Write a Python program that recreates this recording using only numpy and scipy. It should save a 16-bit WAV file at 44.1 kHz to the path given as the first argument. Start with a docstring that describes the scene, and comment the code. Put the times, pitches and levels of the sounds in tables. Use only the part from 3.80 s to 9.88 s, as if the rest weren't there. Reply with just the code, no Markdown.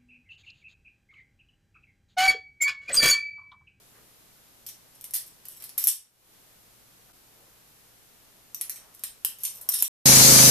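"""In a small room, a butterfly knife is flipped through two quick tricks with a pause between them.
Impacts of handle on blade and handle on handle excite the damped modes of the steel; the loose pivots
rattle, and each catch in the hand adds a dull knock. The walls return a short reverberation over soft
rustles, rumble, hiss, hum and a faint whine. An automatic gain control ducks after the hardest clashes,
and the level dips briefly in the pause."""
import sys
import numpy as np
from scipy import signal
from scipy.fft import rfft, irfft, next_fast_len
from scipy.io import wavfile
from scipy.ndimage import uniform_filter1d, minimum_filter1d

SR = 44100
rng = np.random.default_rng(int(sys.argv[2]) if len(sys.argv) > 2 else 0)


def file_out(sig):
    """Save sig as 16-bit WAV at sys.argv[1]."""
    # one column per channel
    cols = np.atleast_2d(sig).T
    # limit, then scale
    lim = np.clip(cols, -1, 1)
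    pcm = np.round(lim * 32767).astype(np.int16)
    wavfile.write(sys.argv[1], SR, pcm)


N = 268172
CUTOFF_HZ = 14200

# Steel striking steel. Each row: start in seconds, level over the first 3 ms in dB, low-mode gain in dB,
# room send in dB, chatter decay time in seconds, favoured resonance in Hz, rebound delay in seconds,
# rebound level relative to the blow in dB.
IMPACTS = [(0.8647, -36.5, 2, 2, 0.00039, 9340, 0.0038, 0),
           (0.8884, -37, 6.5, -2.5, 0.0021, 6100, 0.0067, -6.5),
           (1.2112, -39, -1, -5, 0.00018, 12400, .007, -9), (1.242, -32, -1, -2.5, .0006, 1990, 0.0095, -8),
           (1.309, -37.5, -1, -3, 0.00016, 1990, .005, -15),
           (1.337, -25, -2, -1.5, 0.002, 10740, 0.0047, 2),
           (1.3524, -24, -14, -0.5, .0009, 4480, 0.0054, -12),
           (1.362, -25.5, 0, 1.5, 0.001, 4130, .005, -11),
           (1.6533, -40, 1.5, 2.5, 0.0031, 1780, 0.0053, -13),
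           (1.685, -34, -2, -1, 0.00046, 13700, 0.0043, -14),
           (1.801, -46, 3.5, 5.5, 0.0019, 1910, .005, -3), (1.8231, -39, 1.5, 4, 0.0008, 2200, 0.0048, -11),
           (1.84, -34, -3.5, 0.5, 0.0019, 4160, 0.0058, -13),
           (1.8929, -38.5, 5, -0.5, 0.0015, 10800, 0.0044, -16),
           (1.9785, -23.5, -3, -0.5, 0.0018, 12260, 0.0024, 4),
           (2.0406, -16.5, -9.5, -2, .0009, 12200, 0.0024, -7.5),
           (2.0717, -12, -6.5, 2, 0.00042, 11300, .0063, -0.5),
           (2.0838, -14.5, -4, 8, 0.00073, 8360, .003, -5),
           (4.746, -26.5, -2.5, -1.5, 0.00068, 5800, 0.0041, -16),
           (4.812, -23, 3.5, -3.5, 0.00047, 11200, 0.0046, -7.5),
           (4.896, -26, -3, 1.5, 0.00063, 1760, .005, -12), (4.959, -41.5, 3, 5, 0.00086, 2270, 0.0039, -5),
           (5.2368, -24.5, 1.5, -0.5, 0.0039, 9070, .005, -15),
           (5.4482, -15, -4.5, -3.5, 0.0011, 2860, 0.0051, -11),
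           (5.586, -43.5, 0, 3, 0.00072, 5800, .005, -8), (5.635, -25, -5, 4, 0.0012, 11200, .003, -3),
           (5.651, -23.5, -3.5, 3.5, 0.0004, 2940, 0.0037, -12),
           (5.812, -39.5, -4, 4.5, .0004, 13300, 0.0027, 0.5),
           (5.889, -19, -1.5, -2, 0.0015, 5550, 0.0074, -19),
           (5.8915, -15, -7, -5, 0.0013, 12200, 0.0055, -13),
           (6.024, -9.5, -2.5, 0.5, 0.0015, 7160, .0043, -10),
           (6.0434, -20.5, -1, 10.5, 0.0015, 2850, 0.0062, -4)]
# Modes of handles and blade, damped by the hand. Each row: frequency in Hz, relative energy in dB,
# time to decay by 60 dB in seconds.
STEEL_MODES = [(1080, -21.5, 0.034), (1890, -23, 0.015), (2735, -19, 0.0059), (3116, -12, 0.0202),
               (3635, -12.5, 0.023), (4095, -13.5, 0.0212), (4670, -14.5, 0.021), (5605, -3, 0.0091),
               (5580, -12.5, 0.021), (6210, -6.5, 0.0085), (7200, -18, 0.0074), (7880, -5.5, 0.025),
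               (8550, -0.5, 0.034), (8770, -3.5, 0.041), (9090, -0.5, 0.042), (9800, -15, 0.0081),
               (10860, -1.5, 0.017), (11160, 3, 0.0096), (11320, 1, 0.022), (11320, 5, 0.041),
               (12250, -9, 0.0053), (12220, 5.5, 0.029), (13000, 7.5, 0.015), (13100, -11, 0.026),
               (13150, -7, 0.016), (13700, -7.5, 0.014)]
# Spectrum of the contact click. Each row: frequency in Hz, relative spectral density in dB.
CRACK_SPECTRUM = [(200, -34.5), (1000, -29), (2000, -20), (3200, -17.5), (7000, -12.5), (9500, -8.5),
                  (11500, -5), (14000, 0.5), (16000, -10.5)]
# Handles rattling as they swing. Each row: start in seconds, end in seconds, level in dB.
PIVOT_RATTLES = [(0.88, 0.894, -46), (1.146, 1.162, -55), (1.34, 1.369, -36), (1.462, 1.479, -48),
                 (1.689, 1.783, -52), (1.837, 1.85, -47.5), (1.987, 2.052, -38), (2.08, 2.124, -23),
                 (5.141, 5.151, -48), (5.191, 5.197, -48), (5.602, 5.689, -47.5), (5.739, 5.787, -46.5),
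                 (5.917, 5.948, -29.5), (5.935, 5.969, -27), (5.98, 6.015, -30.5)]
# The knife stopping in the hand. Each row: start in seconds, level in dB.
HAND_CATCHES = [(1.9814, -47), (2.0838, -59), (4.812, -61), (5.4482, -51.5), (5.889, -40.5), (6.0241, -38)]
# Reverberation time. Each row: frequency in Hz, time to decay by 60 dB in seconds.
REVERB_TIMES = [(200, 0.22), (1000, 0.37), (3000, 0.32), (9000, 0.26), (14000, 0.21)]
# Initial spectrum of the reflections. Each row: frequency in Hz, relative level in dB.
REVERB_SPECTRUM = [(200, -29), (800, -3), (2000, 3), (5000, 4), (9000, 3), (14000, -2)]
# Coherence of the room's sound field. Each row: frequency in Hz, left-right correlation.
ROOM_COHERENCE = [(200, 1), (2000, 0.35), (6000, 0.07), (11000, 0.15), (14000, 0.24)]
# Sleeve, feet and swinging arm. Each row: peak time in seconds, Gaussian half width in seconds,
# centre frequency in Hz, level at the peak in dB.
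BODY_RUSTLES = [(0.186, 0.039, 330, -61.5), (0.175, 0.031, 1010, -61), (1.827, 0.026, 1170, -63),
                (3.298, 0.0081, 860, -60.5), (3.61, 0.059, 450, -65), (4.57, .05, 380, -67.5),
                (5.037, 0.11, 890, -64), (5.829, 0.062, 770, -62)]
# Rumble and hiss. Each row: frequency in Hz, relative spectral density in dB. The end rows are skipped.
NOISE_SPECTRUM = [(15, -37), (25, -9.5), (52, -4.5), (76, -10), (119, -6.5), (147, -6), (318, -8.5),
                  (363, -8.5), (569, -10), (761, -11), (2030, -14.5), (8470, -15.5), (11900, -12.5),
                  (14000, -16)]
# Coherence of rumble and hiss. Each row: frequency in Hz, left-right correlation.
NOISE_COHERENCE = [(30, 1), (80, 0.51), (200, 0.15), (1000, 0.12), (14000, 0.019)]
# Mains hum and electronic whine. Each row: frequency in Hz, rms waver in Hz, level in dB.
ELECTRIC_TONES = [(116.4, 2.77, -75.5), (11860, 3.5, -75.5)]
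# A brief dip in level. One row: centre in seconds, half width in seconds, gain at the centre in dB.
LEVEL_DIP = (3.327, 0.004, -10.5)


def clacks(crack_db=1.5, rebound_send_db=3.5, place_count=5):
    """Elastic impact: a handle strikes and rebounds. Returns direct sound and room sends by place."""
    direct, sends = np.zeros(N), np.zeros((place_count, N))
    for k, (s, level_db, low_db, send_db, chatter_s, ring_hz, gap_s, rebound_db) in enumerate(IMPACTS):
        strike = (s, level_db, send_db)
        # the handle has sprung away, so more of its rebound arrives by way of the room
        rebound = (s + gap_s, level_db + rebound_db, rebound_send_db)
        for start_s, touch_db, room_db in (strike, rebound):
            blow = signal.fftconvolve(steel_response(low_db, crack_db), contact_chatter(chatter_s))
            blow = from_db(touch_db) * unit_attack(favour_resonance(blow, ring_hz))
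            add(direct, start_s, blow)
            add(sends[k % place_count], start_s, from_db(room_db) * blow)
    return direct, sends


def steel_response(low_db, crack_db, spread_db=3.0, grip_detune=0.05, split_hz=7000, size=3072):
    """Modal superposition: a crack plus damped sinusoids that vary with contact point and grip."""
    hz, mode_db, t60 = np.transpose(STEEL_MODES)[:, :, None]
    t = np.arange(size) / SR
    strength, detune, phase = rng.standard_normal((3, len(hz), 1))
    envelopes = from_db(mode_db + spread_db * strength - 60 * t / t60) / np.sqrt(t60)
    # the modes that the hand damps most are also the ones that it shifts most
    shifted_hz = hz * (1 + grip_detune * detune * t60.min() / t60)
    ring = np.sum(envelopes * np.sin(2 * np.pi * (shifted_hz * t + phase)), axis=0)
    touch = ring / np.linalg.norm(ring) + from_db(crack_db) * contact_crack(size)
    # blows near the middle of a handle favour its low bending modes
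    low = signal.sosfilt(signal.butter(3, split_hz, "low", fs=SR, output="sos"), touch)
    high = signal.sosfilt(signal.butter(3, split_hz, "high", fs=SR, output="sos"), touch)
    return from_db(low_db) * low + high


def contact_crack(size):
    """Minimum phase: the shortest causal click with the contact's spectrum, at unit energy."""
    log_magnitude = np.log(from_db(at_hz(CRACK_SPECTRUM, bins(size))))
    cepstrum = irfft(log_magnitude, size)
    cepstrum[1:size // 2] *= 2
    cepstrum[size // 2 + 1:] = 0
    click = irfft(np.exp(rfft(cepstrum)), size)
    return click / np.linalg.norm(click)


def contact_chatter(decay_s, snap_db=-2.0, size=320):
    """Contact bounce: after a first snap, the hard faces chatter briefly before they part."""
    fade = np.exp(-np.arange(size) / SR / decay_s)
    burst = rng.standard_normal(size) * fade
    burst[0] = from_db(snap_db) * np.linalg.norm(burst)
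    # many tiny impacts share the energy evenly across frequency
    flat_spectrum = np.exp(1j * np.angle(rfft(burst)))
    return irfft(flat_spectrum, size) * np.sqrt(fade)


def favour_resonance(sound, hz, boost_db=7.5, width_hz=450):
    """Selective excitation: the point of contact lifts one resonance above the rest."""
    b, a = signal.iirpeak(hz, hz / width_hz, fs=SR)
    return sound + (from_db(boost_db) - 1) * signal.lfilter(b, a, sound)


def rattles(ticks_per_s=220, uneven_db=4.5, joint_count=3):
    """Backlash: two loose pivots and the latch tick at random, and each tick rings the steel."""
    out = np.zeros(N)
    for start_s, end_s, level_db in PIVOT_RATTLES:
        length = max(int((end_s - start_s) * SR), 100)
        rattle = 0
        for _ in range(joint_count):
            hits = rng.random(SR // 4)[:length] < ticks_per_s / SR
            strength = rng.standard_normal(SR // 4)[:length]
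            ticks = hits * np.sign(strength) * from_db(uneven_db * np.abs(strength))
            rattle = rattle + signal.fftconvolve(ticks, steel_response(low_db=0.0, crack_db=-3.5))
        swing_share = length / len(rattle)   # the ringing tail adds no energy to the swing's total
        add(out, start_s, from_db(level_db) * np.sqrt(swing_share) * unit_rms(rattle))
    return out


def catches(low_hz=300, high_hz=1150, size=1024):
    """Inelastic impact: the knife lands in the hand with a dull, band-limited knock."""
    out = np.zeros(N)
    knock = unit_attack(band(signal.unit_impulse(size), low_hz, high_hz))
    for s, level_db in HAND_CATCHES:
        add(out, s, from_db(level_db) * knock)
    return out


def microphone_ports(x, pan_db=0.35, phase_rad=0.58):
    """Level and phase cues: the knife lies a little to the left, so that port is louder and leads."""
    analytic = signal.hilbert(x, next_fast_len(N))[:N]
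    shifted = np.exp(.5j * phase_rad * np.array([[1], [-1]])) * analytic
    return shifted.real * from_db([[pan_db], [-pan_db]])


def reverberation(x, wet_db=0.5, first_echo_s=0.00036, build_s=0.00043, size=16384):
    """Diffuse reflection: echoes gather quickly, then decay exponentially at each band's own rate."""
    t, hz = np.arange(size) / SR, bins(size)
    spectrum = rfft(stereo_noise(ROOM_COHERENCE, size))
    edges_hz = np.geomspace(100, SR / 2, 17)
    tail = 0
    for low, high in zip(edges_hz, edges_hz[1:]):
        centre_hz = np.sqrt(low * high)
        band_noise = irfft(spectrum * ((hz >= low) & (hz < high)), size)
        envelope_db = at_hz(REVERB_SPECTRUM, centre_hz) - 60 * t / at_hz(REVERB_TIMES, centre_hz)
        tail = tail + band_noise * from_db(envelope_db)
    build_up = 1 - np.exp(-np.maximum(t - first_echo_s, 0) / build_s)
    response = unit_rms(tail * build_up) / np.sqrt(size)
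    return from_db(wet_db) * signal.fftconvolve(x[None], response, axes=1)[:, :N]


def rustles(edge_ratio=1.725):
    """Friction noise: cloth and feet make short, soft swells in low frequency bands."""
    t, out = np.arange(N) / SR, np.zeros((2, N))
    noise = stereo_noise(ROOM_COHERENCE, next_fast_len(N))[:, :N]
    for s, half_s, hz, level_db in BODY_RUSTLES:
        swell = np.exp(-((t - s) / half_s) ** 2 / 2)
        out += from_db(level_db) * swell * unit_rms(band(noise, hz / edge_ratio, hz * edge_ratio))
    return out


def background(noise_db=-57, pan_db=0.25, waver_s=0.042):
    """Noise floor: broadband room rumble and microphone hiss, with a wavering hum and whine."""
    size = next_fast_len(N)
    colour = from_db(at_hz(NOISE_SPECTRUM[1:-1], bins(size))) * (bins(size) < CUTOFF_HZ)
    noise = irfft(rfft(stereo_noise(NOISE_COHERENCE, size)) * colour, size)[:, :N]
    out = from_db(noise_db) * unit_rms(noise)
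    for tone_hz, waver_hz, level_db in ELECTRIC_TONES:
        waver = unit_rms(uniform_filter1d(rng.standard_normal(N), int(waver_s * SR)))
        phase = 2 * np.pi * np.cumsum(tone_hz + waver_hz * waver) / SR
        out = out + from_db(level_db) * unit_rms(np.sin(phase))
    return out * from_db([[pan_db], [-pan_db]])


def gain_control(x, threshold_db=-20.5, steepness=7.1, depth_db=11.0, hold_s=0.18, release_db_per_s=55):
    """Compression: power above a threshold pulls the gain down; it holds, then creeps back."""
    power = smooth(np.mean(x ** 2, axis=0), time_constant_s=0.012)
    level_db = 10 * np.log10(power + 1e-12)
    cut_db = np.clip(steepness * (level_db - threshold_db), 0, depth_db)
    half_hold = int(hold_s * SR / 2)
    held_db = -minimum_filter1d(-cut_db, 2 * half_hold + 1, origin=half_hold, mode="constant")
    ramp_db = release_db_per_s * np.arange(N) / SR
    released_db = np.maximum.accumulate(held_db + ramp_db) - ramp_db
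    return x * from_db(-smooth(released_db, time_constant_s=0.016))


def stereo_noise(coherence, size):
    """Partial coherence: mid and side noise mix to give the tabulated left-right correlation."""
    mid, side = rfft(rng.standard_normal((2, size)))
    correlation = np.clip(at_hz(coherence, bins(size)), -.99, .99)
    spectrum = np.sqrt(1 + correlation) * mid + np.sqrt(1 - correlation) * side * [[1], [-1]]
    return irfft(spectrum / np.sqrt(2), size)


def from_db(db):
    """Decibels to amplitude ratio."""
    return 10 ** (np.asarray(db) / 20)


def unit_rms(x):
    """Scale to rms 1."""
    return x / np.sqrt(np.mean(x ** 2) + 1e-20)


def unit_attack(sound):
    """Scale to rms 1 over the first 3 ms."""
    return sound / np.sqrt(np.mean(sound[:int(.003 * SR)] ** 2))


def at_hz(points, hz):
    """Interpolate a table on a log-frequency axis."""
    table_hz, value = np.transpose(points)
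    return np.interp(np.log(np.maximum(hz, 1)), np.log(table_hz), value)


def bins(size):
    """Frequencies of a real spectrum in Hz."""
    return np.arange(size // 2 + 1) * SR / size


def band(x, low_hz, high_hz):
    """Band-pass with second-order slopes."""
    edges_hz = [low_hz, min(high_hz, .49 * SR)]
    return signal.sosfilt(signal.butter(2, edges_hz, "band", fs=SR, output="sos"), x)


def smooth(x, time_constant_s):
    """Exponential averaging by a one-pole low-pass."""
    pole = np.exp(-1 / (time_constant_s * SR))
    return signal.lfilter([1 - pole], [1, -pole], x)


def add(track, s, sound):
    """Mix a sound in at s seconds."""
    start = int(s * SR)
    part = sound[:N - start]
    track[start:start + len(part)] += part


def scene():
    """Superposition: the knife, its reflections, the moving body and the background add linearly."""
    direct, sends = clacks()
    handling = rattles() + catches()
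    # each place along the knife's path has its own pattern of echoes
    reflections = sum(reverberation(x) for x in [*sends, handling])
    return microphone_ports(direct + handling) + reflections + rustles() + background()


def record(dry):
    """Gain control and band limiting: the level ducks and dips briefly, then the top treble is cut."""
    dip_s, half_s, dip_db = LEVEL_DIP
    t = np.arange(N) / SR
    dip = from_db(dip_db * np.exp(-((t - dip_s) / half_s) ** 2))
    low_pass = signal.ellip(10, .3, 70, CUTOFF_HZ, fs=SR, output="sos")
    return signal.sosfilt(low_pass, gain_control(dry) * dip)


dry = scene()
out = record(dry)
file_out(out)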